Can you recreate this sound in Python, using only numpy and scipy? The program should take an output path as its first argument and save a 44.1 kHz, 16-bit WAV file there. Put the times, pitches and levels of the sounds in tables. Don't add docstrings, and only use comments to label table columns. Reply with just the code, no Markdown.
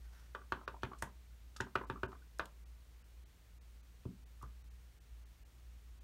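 import sys
import numpy as np
from scipy import signal
from scipy.fft import rfft, irfft
from scipy.io import wavfile
from scipy.ndimage import uniform_filter1d

SR = 44100
rng = np.random.default_rng(int(sys.argv[2]) if len(sys.argv) > 2 else 0)


def wav_record(signal):
    frames = np.transpose(np.atleast_2d(signal))
    bounded = np.clip(frames, -1, 1)
    quanta = np.round(bounded * 32767).astype(np.int16)
    wavfile.write(sys.argv[1], SR, quanta)


def voltage_ratio(decibels):
    exponent = np.asarray(decibels, float) / 20
    return 10 ** exponent


N = 266143

# frequency in Hz, density in dB per Hz.
HISS = [(50, -36), (85, -2.5), (171, -8), (417, -12.5), (703, -16.5), (1140, -16.5), (2090, -17),
        (15500, -26.5)]
# time in seconds, level in dB rms.
HUM_LOAD = [(0.0, -53.5), (0.1, -54), (0.28, -63.5), (0.32, -56), (1.07, -55.5), (1.26, -63), (1.31, -56),
            (3.19, -55.5), (3.27, -61.5), (3.78, -54), (3.81, -65), (3.88, -56), (4.7, -57.5), (4.84, -52),
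            (5.02, -73), (5.12, -56.5), (5.91, -57), (6.03, -62)]
# multiple of the hum pitch, level in dB.
HUM_OVERTONES = [(2, -21.5), (3, -27.5)]
# time in seconds, level in dB.
SLIDE = [(0.0, -93), (0.052, -78), (0.084, -85), (0.124, -77.5), (0.226, -77), (0.274, -85.5), (0.31, -84)]
# centre in Hz, width in Hz, level in dB.
SLIDE_BANDS = [(1530, 120, -0.5), (1850, 310, -1.5), (3050, 3700, 0.5), (5540, 990, -3.5), (9000, 7100, -2)]
# start in seconds, peak in dB, centre in Hz, t60 in seconds.
TICKS = [(0.523, -52.5, 3333, 0.023), (0.679, -48, 3600, .03), (0.821, -59, 3240, 0.032),
         (0.833, -41, 3148, 0.016), (0.933, -57, 2400, 0.022), (0.985, -56.5, 6640, 0.14),
         (1.023, -36, 7300, .014), (1.027, -49.5, 8000, .14), (1.564, -43.5, 4520, 0.033),
         (1.567, -52, 8200, 0.062), (1.602, -56, 7940, 0.11), (1.604, -40.5, 2260, 0.09),
         (1.6085, -33, 4930, 0.005), (2.118, -59, 3480, .045), (2.387, -44.5, 6970, .011),
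         (2.396, -43, 3194, .025), (2.456, -51, 9000, .013), (2.456, -48, 3620, 0.017),
         (4.035, -65, 2510, .055), (4.421, -63, 4040, .1), (4.425, -53, 8450, .023)]
# level in dB relative to the knock, centre in Hz, t60 in seconds.
EDGE_CLICKS = [(-19.5, 3000, 0.017), (-27.5, 8800, 0.0063)]
# start in seconds, peak in dB, pitch in Hz.
ROCKS = [(0.356, -43, 1130), (0.392, -57, 1180), (0.415, -48.5, 1170), (0.572, -45, 1100),
         (0.613, -47.5, 1050), (0.742, -43.5, 965), (0.915, -42, 1064), (0.932, -41, 1200),
         (1.073, -50.5, 970), (1.098, -58.5, 980), (1.563, -48.5, 1280), (1.61, -41, 910),
         (1.666, -46, 1130), (1.813, -38.5, 1180), (1.837, -43, 1000), (1.957, -42.5, 1180),
         (1.974, -54, 1160), (2.085, -51, 970), (2.118, -47.5, 1160), (2.128, -43.5, 1130),
         (2.22, -59.5, 1460), (2.401, -34, 1190), (2.43, -47, 1180), (2.457, -49.5, 980),
         (4.413, -53, 1220), (4.427, -43, 1160), (4.438, -48.5, 1240)]
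# start in seconds, knock peak in dB, knock pitch in Hz,
# tray floor level in dB, table thump level in dB.
DABS = [
    (0.3491, -30.5, 1250, -45.5, -75),
    (0.5217, -24.5, 1330, -39.5, -47.5),
    (0.678, -29.5, 1320, -44, -51),
    (0.833, -25, 1370, -40, -38.5),
    (1.024, -27.5, 1486, -48, -43),
    (1.8992, -27, 1366, -37.5, -39),
    (2.3953, -24, 1370, -53, -51),
]
PRESSES = [
    (1.6029, -28, 1520, -35.5, -35.5),
    (1.7544, -22, 1360, -30.5, -40.5),
    (2.0322, -28, 1410, -33, -41),
    (4.0531, -51, 1030, -43, -34),
]
# frequency in Hz, level in dB, t60 in seconds.
TRAY = [(660, -24, .03), (815, -24, .03), (922, -11, .1), (1045, -19, .05), (1160, -13, .07),
        (1380, -21, .035), (1455, -17, .05), (1570, -19, .04), (1795, -17, .03), (2445, -18, .04),
        (2620, -22, .03), (2800, -23, .02), (3430, -20, .018), (4320, -27, .015)]
# frequency in Hz, level in dB, t60 in seconds.
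TRAY_FLOOR = [(387, 0, .055), (300, -12, .05), (520, -9, .03)]
# frequency in Hz, level in dB, t60 in seconds.
TABLE = [(85, -12, .13), (134, -3, .12), (190, -4, .11), (243, -9, .11), (283, -12, .09)]
# start in seconds, level in dB.
LIFT_THUMP = (4.431, -46)
# frequency in Hz, density in dB per Hz.
CLATTER = [(300, -27), (600, -19), (950, 5.5), (1600, -1), (2200, -1), (3500, -8), (5000, -22),
           (9000, -34.5)]
# band centre in Hz, t60 in seconds, level in dB.
ROOM = [(200, .25, -39), (500, .2, -35), (1200, .2, -35), (2500, .2, -27), (5000, .18, -22),
        (11000, .15, -20)]
# centre in Hz, width in Hz, depth in dB.
PORT_DIPS = [(4960, 280, -2), (7700, 420, -1.5), (10560, 910, -4.5)]
DROPOUTS = [(0.668, 1, 1900), (1.861, 1, 3000), (2.074, 1, 2800), (2.649, 1, 1500), (3.034, 1, 1800),
            (3.248, 1, 900), (3.598, 2, 1500), (3.822, 1, 1700), (4.250, 1, 900), (4.633, 1, 1500),
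            (4.697, 1, 1900), (4.997, 1, 900), (5.248, 1, 2500), (5.444, 1, 900), (5.999, 1, 1200)]

DAB_MS, PRESS_MS = .8, 2.1
# its row, then its contact time in milliseconds.
TAPS = [row + (DAB_MS,) for row in DABS] + [row + (PRESS_MS,) for row in PRESSES]


def rms_one(x):
    return x / np.sqrt(np.mean(x ** 2) + 1e-20)


def add(track, s, sound):
    i = round(s * SR)
    track[i:i + len(sound)] += sound[:N - i]


def ring(force, hz, t60):
    r = voltage_ratio(-60 / (t60 * SR))
    w = 2 * np.pi * hz / SR
    return signal.lfilter([0, np.sin(w)], [1, -2 * r * np.cos(w), r * r], force + 1e-18)


def width_t60(width_hz):
    return np.log(1000) / np.pi / width_hz


def push(ms):
    force = np.hanning(int(ms * SR / 1000) + 3)
    return np.pad(force / force.sum(), (0, SR // 3))[:SR // 3]


def struck(force, modes, luck, scatter_db):
    out = 0
    for (hz, level_db, t60), (luck_db, luck_hz) in zip(modes, luck):
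        strength = voltage_ratio(level_db + scatter_db * luck_db)
        out = out + strength * ring(force, hz * (1 + .007 * luck_hz), t60)
    return out


def coloured(spectrum, size):
    hz = np.maximum(np.fft.rfftfreq(size, 1 / SR), 1)
    points = np.array(spectrum)
    shape_db = np.interp(np.log(hz), np.log(points[:, 0]), points[:, 1], left=-90)
    return rms_one(irfft(rfft(rng.standard_normal(size)) * voltage_ratio(shape_db), size))


def drift(rate):
    r = np.exp(-2 * np.pi * rate / SR)
    slow = signal.lfilter([1], [1, -2 * r, r * r], rng.standard_normal(N + SR))[SR:]
    return rms_one(slow - slow.mean())


def hiss():
    return voltage_ratio(-70.5) * coloured(HISS, size=N)


def hum():
    hum_hz, wander_hz, flutter_db, flutter_per_s = 57.7, 1.1, 2.5, 5
    rumble_hz, rumble_width_hz, rumble_db = 58, 22, -64
    s, level_db = np.transpose(HUM_LOAD)
    phase = 2 * np.pi * np.cumsum(hum_hz + wander_hz * drift(flutter_per_s)) / SR
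    load_db = np.interp(np.arange(N) / SR, s, level_db) + flutter_db * drift(flutter_per_s)
    line = np.sqrt(2) * voltage_ratio(load_db) * np.sin(phase)
    for multiple, rel_db in HUM_OVERTONES:
        line += np.sqrt(2) * voltage_ratio(np.median(level_db) + rel_db) * np.sin(round(multiple) * phase)
    bed = ring(rng.standard_normal(N), rumble_hz, width_t60(rumble_width_hz))
    return line + voltage_ratio(rumble_db) * rms_one(bed)


def slide():
    size = SR // 2
    grit = rng.standard_normal(size)
    grit *= voltage_ratio(2.0 * uniform_filter1d(rng.standard_normal(size), size=400) * 20)
    sound = 0
    for hz, width_hz, rel_db in SLIDE_BANDS:
        sound = sound + voltage_ratio(rel_db) * rms_one(ring(grit, hz, width_t60(width_hz)))
    s, level_db = np.transpose(SLIDE)
    out = np.zeros(N)
    add(out, 0, sound * voltage_ratio(np.interp(np.arange(size) / SR, s, level_db, right=-130)))
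    return out


def ticks():
    rows = [(tap[0], tap[1] + rel_db, hz, t60) for tap in TAPS for rel_db, hz, t60 in EDGE_CLICKS] + TICKS
    out, grit = np.zeros(N), rng.standard_normal((len(rows), 4000))
    t = np.arange(4000) / SR
    for (at, level_db, hz, t60), noise in zip(rows, grit):
        snap = noise * voltage_ratio(-60 * t / t60) * (1 - np.exp(-t / .0007))
        band = signal.butter(2, [hz / 1.5, min(hz * 1.45, .45 * SR)], "band", fs=SR, output="sos")
        snap = signal.sosfilt(band, snap)
        add(out, at - .0005, voltage_ratio(level_db) * snap / np.abs(snap).max())
    return out


def rocks():
    bounce_s, bounce_db, bounce_hz = .027, -25.5, 980
    settle_s, settle_loss_db = .018, 10
    rock_ms = 5.4
    drops = [(tap[0] + bounce_s, tap[1] + bounce_db, bounce_hz) for tap in TAPS] + ROCKS
    rows = []
    for at, level_db, hz in drops:
        for k in range(2):
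            later = settle_s * k * rng.uniform(.7, 1.3)
            rows.append((at + later, level_db - settle_loss_db * k, hz * rng.uniform(.97, 1.03)))
    out, grit = np.zeros(N), rng.standard_normal((len(rows), 2000))
    u = np.arange(2000) / SR / (rock_ms / 1000)
    for (at, level_db, hz), noise in zip(rows, grit):
        contacts = uniform_filter1d(noise * np.abs(noise), size=15) * u * np.exp(-u ** 2)
        sound = ring(contacts, hz, .018) - .6 * ring(contacts, hz * 1.3, .009)
        sound += 0.02 * ring(contacts, 490.0, 0.028)
        sound += 0.33 * ring(contacts, 2300.0, 0.0051)
        add(out, at - .002, voltage_ratio(level_db) * sound / np.abs(sound).max())
    return out


def taps():
    ring_db = -2
    clatter_db, first_touch_s = -22, 0.001512
    out, t = np.zeros(N), np.arange(SR // 3) / SR
    chance = rng.standard_normal((len(TAPS) + 1, 3, 16, 2))
    grit = rng.standard_normal((len(TAPS), len(t)))
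    for (at, knock_db, hz, floor_db, thump_db, contact_ms), luck, noise in zip(TAPS, chance, grit):
        top = 1.2 * contact_ms / 1000
        u = t / top
        if contact_ms > 1.5:
            swell = 1.4 * u * np.exp(-u ** 3 / 3)
        else:
            swell = 1.65 * u * np.exp(-u ** 2 / 2)
        glide = hz * (t - top) * (.9 + .1 * u)
        add(out, at - top / 6, -voltage_ratio(knock_db - 1) * swell * np.cos(2 * np.pi * glide))

        rough = swell * noise ** 3
        rough = uniform_filter1d(rough / np.sqrt(np.sum(rough ** 2)), size=4)
        add(out, at, voltage_ratio(knock_db + ring_db) * struck(rough, TRAY, luck[0], scatter_db=2.5))

        t60 = max(.095 + .005 * (knock_db + 26), .05)
        lumps = voltage_ratio(.33 * uniform_filter1d(noise, size=150) * 150)
        clatter = coloured(CLATTER, size=len(t)) * lumps * voltage_ratio(-60 * t / t60) * np.minimum(u, 1)
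        held_back_db = 0.04 * max(knock_db + 29.5, 0)
        add(out, at - first_touch_s, voltage_ratio(knock_db - held_back_db + clatter_db) * clatter)

        add(out, at + .001, voltage_ratio(floor_db) * struck(push(.8), TRAY_FLOOR, luck[1], scatter_db=1.5))
        add(out, at + .0055, -voltage_ratio(thump_db) * struck(push(2.2), TABLE, luck[2], scatter_db=1.5))
    lift_s, lift_db = LIFT_THUMP
    spring_back = struck(push(3.1), TABLE + TRAY_FLOOR[:1], chance[-1, 0], scatter_db=2.5)
    add(out, lift_s, voltage_ratio(lift_db) * spring_back)
    return out


def room(dry):
    t, tail = np.arange(SR // 2) / SR, 0
    for hz, t60, level_db in ROOM:
        sos = signal.butter(2, [hz / 1.5, hz * 1.5], "band", fs=SR, output="sos")
        band = signal.sosfilt(sos, rng.standard_normal(len(t)))
        band = band * voltage_ratio(-60 * t / t60) * np.clip(t / 0.00273, 0, 1)
        tail = tail + voltage_ratio(level_db) * band / np.sqrt(np.sum(band ** 2) * 3 * hz / SR)
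    return signal.fftconvolve(dry, tail)[:N]


def scene():
    hits = taps() + rocks() + ticks()
    return (hits + room(hits) + slide() + hum() + hiss())[None]


def dropouts(x):
    frame_ms, lost_share = 16.5, .89
    out = x.copy()
    for at, frames, edge_hz in DROPOUTS:
        size = int(frames * frame_ms * SR / 1000) + 300
        i = round(at * SR) - size // 2
        lines = rfft(x[i:i + size] * signal.windows.tukey(size, .7))
        above = np.fft.rfftfreq(size, 1 / SR) > edge_hz
        height = np.abs(lines) * above
        lost = above & (height < .62 * height.max())
        out[i:i + size] -= lost_share * irfft(lines * lost, size)
    return out


def low_pass(x):
    return signal.sosfilt(signal.butter(12, 16480, fs=SR, output="sos"), x)


def record(dry):
    hz = np.fft.rfftfreq(N, 1 / SR)
    dips_db = 0
    for centre_hz, width_hz, dip_db in PORT_DIPS:
        dips_db = dips_db + dip_db * np.exp(-((hz - centre_hz) / width_hz) ** 2 * 2)
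    x = irfft(rfft(dry[0]) * voltage_ratio(dips_db) * (hz < 15800), N)
    x = signal.sosfilt(signal.butter(4, 37.0, "high", fs=SR, output="sos"), x)
    mix = dropouts(x)[None]
    return low_pass(mix)


dry = scene()
out = record(dry)
wav_record(out)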